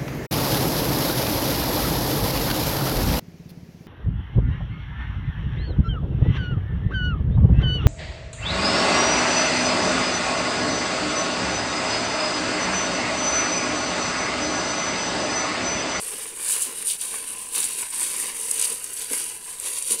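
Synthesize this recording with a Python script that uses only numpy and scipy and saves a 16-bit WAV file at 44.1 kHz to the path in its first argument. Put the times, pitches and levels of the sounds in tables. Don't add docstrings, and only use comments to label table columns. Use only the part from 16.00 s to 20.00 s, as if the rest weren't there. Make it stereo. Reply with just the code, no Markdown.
import sys
import numpy as np
from scipy import signal
from scipy.fft import rfft, irfft, next_fast_len
from scipy.io import wavfile

SR = 44100
rng = np.random.default_rng(int(sys.argv[2]) if len(sys.argv) > 2 else 0)


def generate_wav(signal):
    frames = np.transpose(np.atleast_2d(signal))
    scaled = np.clip(frames, -1, 1) * 32767
    pcm = np.round(scaled).astype(np.int16)
    wavfile.write(sys.argv[1], SR, pcm)


N = 176400

# t/s, grind/dB, spill/dB, rustle/dB, rustle left-right/dB
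HAND_STROKES = [
    [(0.0, -49.5, -43.5, -31.5, -3), (0.13, -43.5, -44.5, -29.5, -3.0), (0.16, -45.5, -48, -36.5, 1),
     (0.17, -43.5, -45, -33, -4), (0.216, -44.5, -43.5, -31.5, 0), (0.272, -46.5, -47, -36.5, 1),
     (0.278, -49.5, -44, -34, -5), (0.33, -49, -48, -41, -6)],
    [(0.35, -53.5, -48, -36.5, -4), (0.394, -46.5, -45.5, -32, -2), (0.528, -43, -31, -23.5, -4.5),
     (0.598, -44, -39.5, -27.5, -1), (0.626, -44.5, -34.5, -23, -7), (0.672, -43.5, -43.5, -32, -4),
     (0.74, -46, -48, -35, -4), (0.76, -47, -47, -33, -5)],
    [(0.78, -47, -44.5, -31, -6), (0.824, -44, -43, -33, -4), (0.838, -46, -48, -35.5, -8),
     (0.87, -48.5, -39.5, -25.5, -4.5), (0.91, -50.5, -29.5, -23.5, -5), (0.968, -51.5, -46.5, -37, -3),
     (0.986, -55, -58, -32, 0), (1.0, -57, -39, -39, -1.5)],
    [(1.02, -46.5, -38, -31, -6), (1.062, -47.5, -40.5, -30.5, -2), (1.152, -43, -43, -30, -4.0),
     (1.25, -48, -47, -38, -4), (1.298, -45.5, -42.5, -33.5, -5), (1.362, -47, -46, -37, -4),
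     (1.384, -47.5, -46, -34, -6), (1.5, -53, -48.5, -37.5, -7)],
    [(1.53, -49, -43.5, -31.5, -3.5), (1.556, -42.5, -32.5, -24, -4), (1.766, -45.5, -41, -32.5, -1.5),
     (1.782, -42, -36.5, -25.5, -3), (1.828, -40.5, -43.5, -29, -2), (1.86, -46.5, -44, -35.5, -4),
     (1.892, -45, -49, -35, -7), (1.9, -51, -51, -35, -8)],
    [(1.93, -44.5, -42, -33, -6), (2.022, -41.5, -35.5, -25.5, -4), (2.096, -44.5, -39, -30.5, -3.5),
     (2.206, -40.5, -41, -27, -4.5), (2.302, -42, -39, -30.5, -4), (2.332, -46.5, -50, -37, -1),
     (2.366, -45.5, -45.5, -31, -3), (2.48, -49, -40, -29, -1)],
    [(2.53, -47.5, -40.5, -30, -9.5), (2.646, -42.5, -30, -28.5, -9), (2.67, -45, -38, -28.5, -6),
     (2.72, -44.5, -38.5, -28.5, -8), (2.788, -49.5, -48, -34.5, -3), (2.848, -47, -47, -33, -7),
     (2.866, -50.5, -44.5, -39, -1.5), (2.9, -46.5, -48.5, -35, 0.0)],
    [(2.93, -46, -48, -31.5, 2), (2.942, -52.5, -48.5, -31.5, 0.0), (3.018, -43, -38.5, -28, -1),
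     (3.076, -49.5, -46.5, -36.5, -2), (3.116, -40, -41, -27, 2), (3.14, -40, -38, -26, 2),
     (3.282, -45.5, -44, -31.5, -3.5), (3.41, -53, -52, -41, -3)],
    [(3.44, -56, -52, -38.5, -1), (3.488, -46.5, -47, -35.5, -5), (3.588, -54.5, -49, -36.5, 1),
     (3.594, -53, -49, -35, -4), (3.664, -42.5, -36, -29.5, -7), (3.712, -48.5, -41.5, -30, -6.5),
     (3.79, -46, -35.5, -31.5, -9), (3.81, -49, -47, -35, -10)],
    [(3.85, -51.5, -42, -36, -6.5), (3.86, -51.5, -43, -31, -9), (3.9, -42, -37, -28, -7),
     (3.924, -39, -31, -23, -11), (3.952, -37.5, -38.5, -28.5, -10), (3.972, -51.5, -42.5, -36, -4.0),
     (3.994, -47, -38.5, -30, -3), (4.0, -45, -42, -31, -6)],
]
# t/s, level/dB, length/s
POT_BUMPS = [(0.13, -42, 0.023), (0.657, -45.5, 0.061), (1.575, -38, 0.024), (1.799, -49, .025),
             (2.708, -41, 0.023), (3.109, -29, 0.017), (3.899, -38, 0.045)]
# t/s, level/dB, length/s, left-right/dB
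GLOVE_SNAPS = [(0.462, -22, 0.0037, 1), (0.488, -16.5, .003, 3), (0.52, -21, .0029, 14),
               (0.618, -19.5, 0.0093, -8), (0.87, -21.5, 0.0047, 7), (1.0121, -19, .004, 1),
               (1.5569, -20, .0053, 1), (1.6015, -18.5, .005, 1), (1.628, -19.5, .003, 0),
               (1.641, -16, .004, -1), (1.651, -19, .0016, 0), (2.03, -15.5, .002, 0),
               (2.1994, -17.5, .0016, -3), (2.5112, -12, .004, 1), (2.595, -13, .0045, 0),
               (2.613, -14, 0.0034, 0), (2.624, -13, 0.0027, -2), (2.643, -22, 0.0046, -2),
               (2.759, -23, .001, 0), (2.8422, -14.5, .0013, -5), (2.8765, -25, .001, 0),
               (3.1328, -14.5, .0019, 2), (3.242, -18, .001, 3), (3.5992, -15.5, .0012, -1),
               (3.659, -22, 0.0027, -3), (3.7855, -20, 0.0033, -2), (3.8235, -20, 0.0038, -8.5),
               (3.919, -17, 0.0046, 0), (3.948, -19, 0.0017, -4)]
# t/s, level/dB, length/s
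POT_SCRAPES = [(0.54, -44, 0.07), (1.139, -30, 0.0053), (1.568, -35, 0.02), (1.696, -39, .014),
               (1.802, -38, 0.025), (3.658, -40, 0.014), (3.892, -53, 0.013)]
# f/Hz, relative level/dB
GRIND_SPECTRUM = [(60, -22), (140, -13), (230, -3.5), (400, -3.5), (650, -10), (1000, -1), (1300, -3.5),
                  (1600, -0.5), (2000, 1.5), (2750, 5), (3500, -7), (6000, -6.5), (15000, -36)]
SPILL_SPECTRUM = [(1200, -42), (2400, -1.5), (2900, 3), (3600, 0), (4600, 1.5), (5300, -1.5), (6300, 1.5),
                  (9000, 3), (12000, -16), (15500, -17)]
RUSTLE_SPECTRUM = [(3000, -33.5), (6000, -12.5), (7200, -6), (8200, 2), (9400, 0), (10800, -2),
                   (12000, -12), (13000, -10.5), (15500, -18)]
ROOM_SPECTRUM = [(25, -0.5), (50, -7.5), (100, -11), (200, -6.5), (500, -14.5), (2000, -14.5),
                 (8000, -27.5), (15000, -26)]
BUMP_SPECTRUM = [(60, -26), (150, -9), (230, 3), (350, 1.5), (480, -3), (650, -18), (1000, -16.5),
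                 (2000, -52), (8000, -65)]
SNAP_SPECTRUM = [(500, -24), (2500, -29), (6000, -9.5), (8000, 2), (9500, 1.5), (11000, -9.5),
                 (13000, -16.5), (15500, -29)]
SCRAPE_SPECTRUM = [(300, -18), (700, -8.5), (1100, 1.5), (1700, 1), (2400, -2), (4000, -17)]
# f/Hz, left-right/dB
GRIND_PAN = [(200, -2), (450, -1.5), (800, -1), (1000, 0.5), (1600, 4), (3000, -1.5), (6000, -2.5)]
SPILL_PAN = [(3000, 3.5), (4500, -0.5), (6000, -8), (9000, 0), (13000, 16.5)]
# f/Hz, width/Hz, gain/dB
HOLLOW_MODES = [(362, 10, -4), (454, 34.7, 11), (507, 47, 6), (807, 10, 1.5), (999, 80, 4.5),
                (1150, 17, -13)]
WALL_MODES = [(2924, 44, 0.5), (3810, 100, 0), (4620, 360, -5.5), (4646, 35, -4), (5815, 70, 1)]
LEFT_PORT_MODES = [(10840, 2700, 6)]
RIGHT_PORT_MODES = [(9280, 680, 3.6)]

GRIND_TRIM_DB, RUSTLE_TRIM_DB, BUMP_TRIM_DB, SNAP_TRIM_DB, SCRAPE_TRIM_DB = 1, -0.3, -7, 2, -5
SLIPS_PER_S, SLIP_SPREAD_DB = 330, 2
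POT_T60_S, HAND_MOVE_S = 0.028, 0.1606
PORT_LAG_SPREAD_S = 0.00017


def undb(db):
    return 10 ** (np.asarray(db) / 20)


def pan(db):
    return undb(np.array([[.5], [-.5]]) * db)


def db_at(points, hz):
    point_hz, point_db = np.array(points, float).T
    return np.interp(np.log(hz + 1), np.log(point_hz), point_db)


def filtered(x, response):
    size = next_fast_len(N + SR // 4)
    hz = np.fft.rfftfreq(size, 1 / SR)
    return irfft(rfft(x, size) * response(hz), size)[..., :N]


def colour(x, spectrum):
    return filtered(x, lambda f: undb(db_at(spectrum, f)))


def ring(x, modes):
    return filtered(x, lambda f: 1 + sum(undb(db) * 1j * f * width / (hz ** 2 - f ** 2 + 1j * f * width)
                                         for hz, width, db in modes))


def unit_rms(x, band_hz=(0, SR)):
    in_band = filtered(x.mean(axis=0), lambda f: (f >= band_hz[0]) & (f <= band_hz[1]))
    return x / np.sqrt(np.mean(in_band ** 2))


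def grain_contacts(rate_per_s, spread_db):
    clicks = undb(spread_db * np.clip(rng.standard_normal(N), -2.6, 2.6))
    clicks *= rng.choice([-1, 1], N)
    clicks *= rng.random(N) < rate_per_s / SR
    clump = np.cumsum(rng.random(N) < SLIPS_PER_S / SR)
    clicks *= undb(SLIP_SPREAD_DB * np.clip(rng.standard_normal(N), -2, 2))[clump]
    lag = np.round(rng.standard_normal(N) * PORT_LAG_SPREAD_S * SR / 2).astype(int)
    return np.array([np.bincount((np.arange(N) + side * lag) % N, clicks, N) for side in (1, -1)])


def pot_echoes(clicks, echo_db=-3):
    decay = undb(-60 * np.arange(SR // 20) / SR / POT_T60_S)
    hop = int(HAND_MOVE_S * SR)
    out = clicks.copy()
    for centre in range(0, N + hop, hop):
        span = np.arange(max(centre - hop, 0), min(centre + hop, N))
        echo = rng.standard_normal((2, len(decay))) * decay
        echo *= undb(echo_db) / np.linalg.norm(echo, axis=1, keepdims=True)
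        crossfade = np.cos(np.pi / 2 * (span - centre) / hop)
        tail = signal.fftconvolve(clicks[:, span] * crossfade, echo, axes=1)[:, :N - span[0]]
        out[:, span[0]:span[0] + tail.shape[1]] += tail
    return out


def mic_ports(x):
    return np.array([ring(x[0], LEFT_PORT_MODES), ring(x[1], RIGHT_PORT_MODES)])


def grinding(level_db):
    clicks = pot_echoes(grain_contacts(rate_per_s=3800, spread_db=2))
    hollow = ring(colour(clicks, GRIND_SPECTRUM), HOLLOW_MODES)
    panned = filtered(hollow, lambda f: pan(db_at(GRIND_PAN, f)))
    return unit_rms(mic_ports(panned), band_hz=(200, 2400)) * undb(level_db + GRIND_TRIM_DB)


def spilling(level_db):
    clicks = pot_echoes(grain_contacts(rate_per_s=4000, spread_db=1))
    wall = ring(colour(clicks, SPILL_SPECTRUM), WALL_MODES)
    panned = filtered(wall, lambda f: pan(db_at(SPILL_PAN, f)))
    return unit_rms(mic_ports(panned), band_hz=(2800, 7000)) * undb(level_db)


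def rustling(level_db, pan_db):
    clicks = pot_echoes(grain_contacts(rate_per_s=3200, spread_db=1.5))
    ticks = mic_ports(colour(clicks, RUSTLE_SPECTRUM))
    ticks /= ticks.std(axis=1, keepdims=True)
    return unit_rms(ticks, band_hz=(7000, 15000)) * undb(level_db + RUSTLE_TRIM_DB) * pan(pan_db)


def room(t, noise_db=-55, hum_hz=102.8, hum_db=-69):
    air = rng.standard_normal(N) + 1.04 * rng.standard_normal((2, N))
    hum = np.sqrt(2) * np.sin(2 * np.pi * hum_hz * t)
    return undb(noise_db) * unit_rms(colour(air, ROOM_SPECTRUM)) + undb(hum_db) * hum


def hand_pressure(t, pushes):
    envelope = 0
    for start_s, level_db, length_s in pushes:
        age = np.maximum(t - start_s, 0) / (length_s / 2)
        envelope += undb(level_db) * age * np.exp(1 - age)
    return envelope


def bumps(t):
    noise = unit_rms(colour(rng.standard_normal((1, N)), BUMP_SPECTRUM))
    boom = ring(noise * hand_pressure(t, POT_BUMPS), HOLLOW_MODES)
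    return undb(BUMP_TRIM_DB) * boom * pan(db=-3)


def snaps(t):
    gates = sum(undb(level_db) * pan(pan_db) * ((t >= start_s) & (t < start_s + length_s))
                for start_s, level_db, length_s, pan_db in GLOVE_SNAPS)
    clicks = pot_echoes(gates * rng.choice([-1, 1], (2, N)), echo_db=-8)
    return undb(SNAP_TRIM_DB) * mic_ports(colour(clicks, SNAP_SPECTRUM))


def scrapes(t):
    friction = colour(rng.standard_normal((2, N)), SCRAPE_SPECTRUM)
    drag = unit_rms(ring(friction, HOLLOW_MODES))
    return undb(SCRAPE_TRIM_DB) * drag * hand_pressure(t, POT_SCRAPES)


def scene():
    t = np.arange(N) / SR
    stroke_s, *columns = np.vstack(HAND_STROKES).T
    grind_db, spill_db, rustle_db, pan_db = (np.interp(t, stroke_s, column) for column in columns)
    rice = grinding(grind_db) + spilling(spill_db) + rustling(rustle_db, pan_db)
    return rice + snaps(t) + scrapes(t) + bumps(t) + room(t)


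def record(dry):
    cutoff_hz = 15600
    return signal.sosfilt(signal.ellip(10, .2, 80, cutoff_hz, fs=SR, output="sos"), dry)


dry = scene()
out = record(dry)
generate_wav(out)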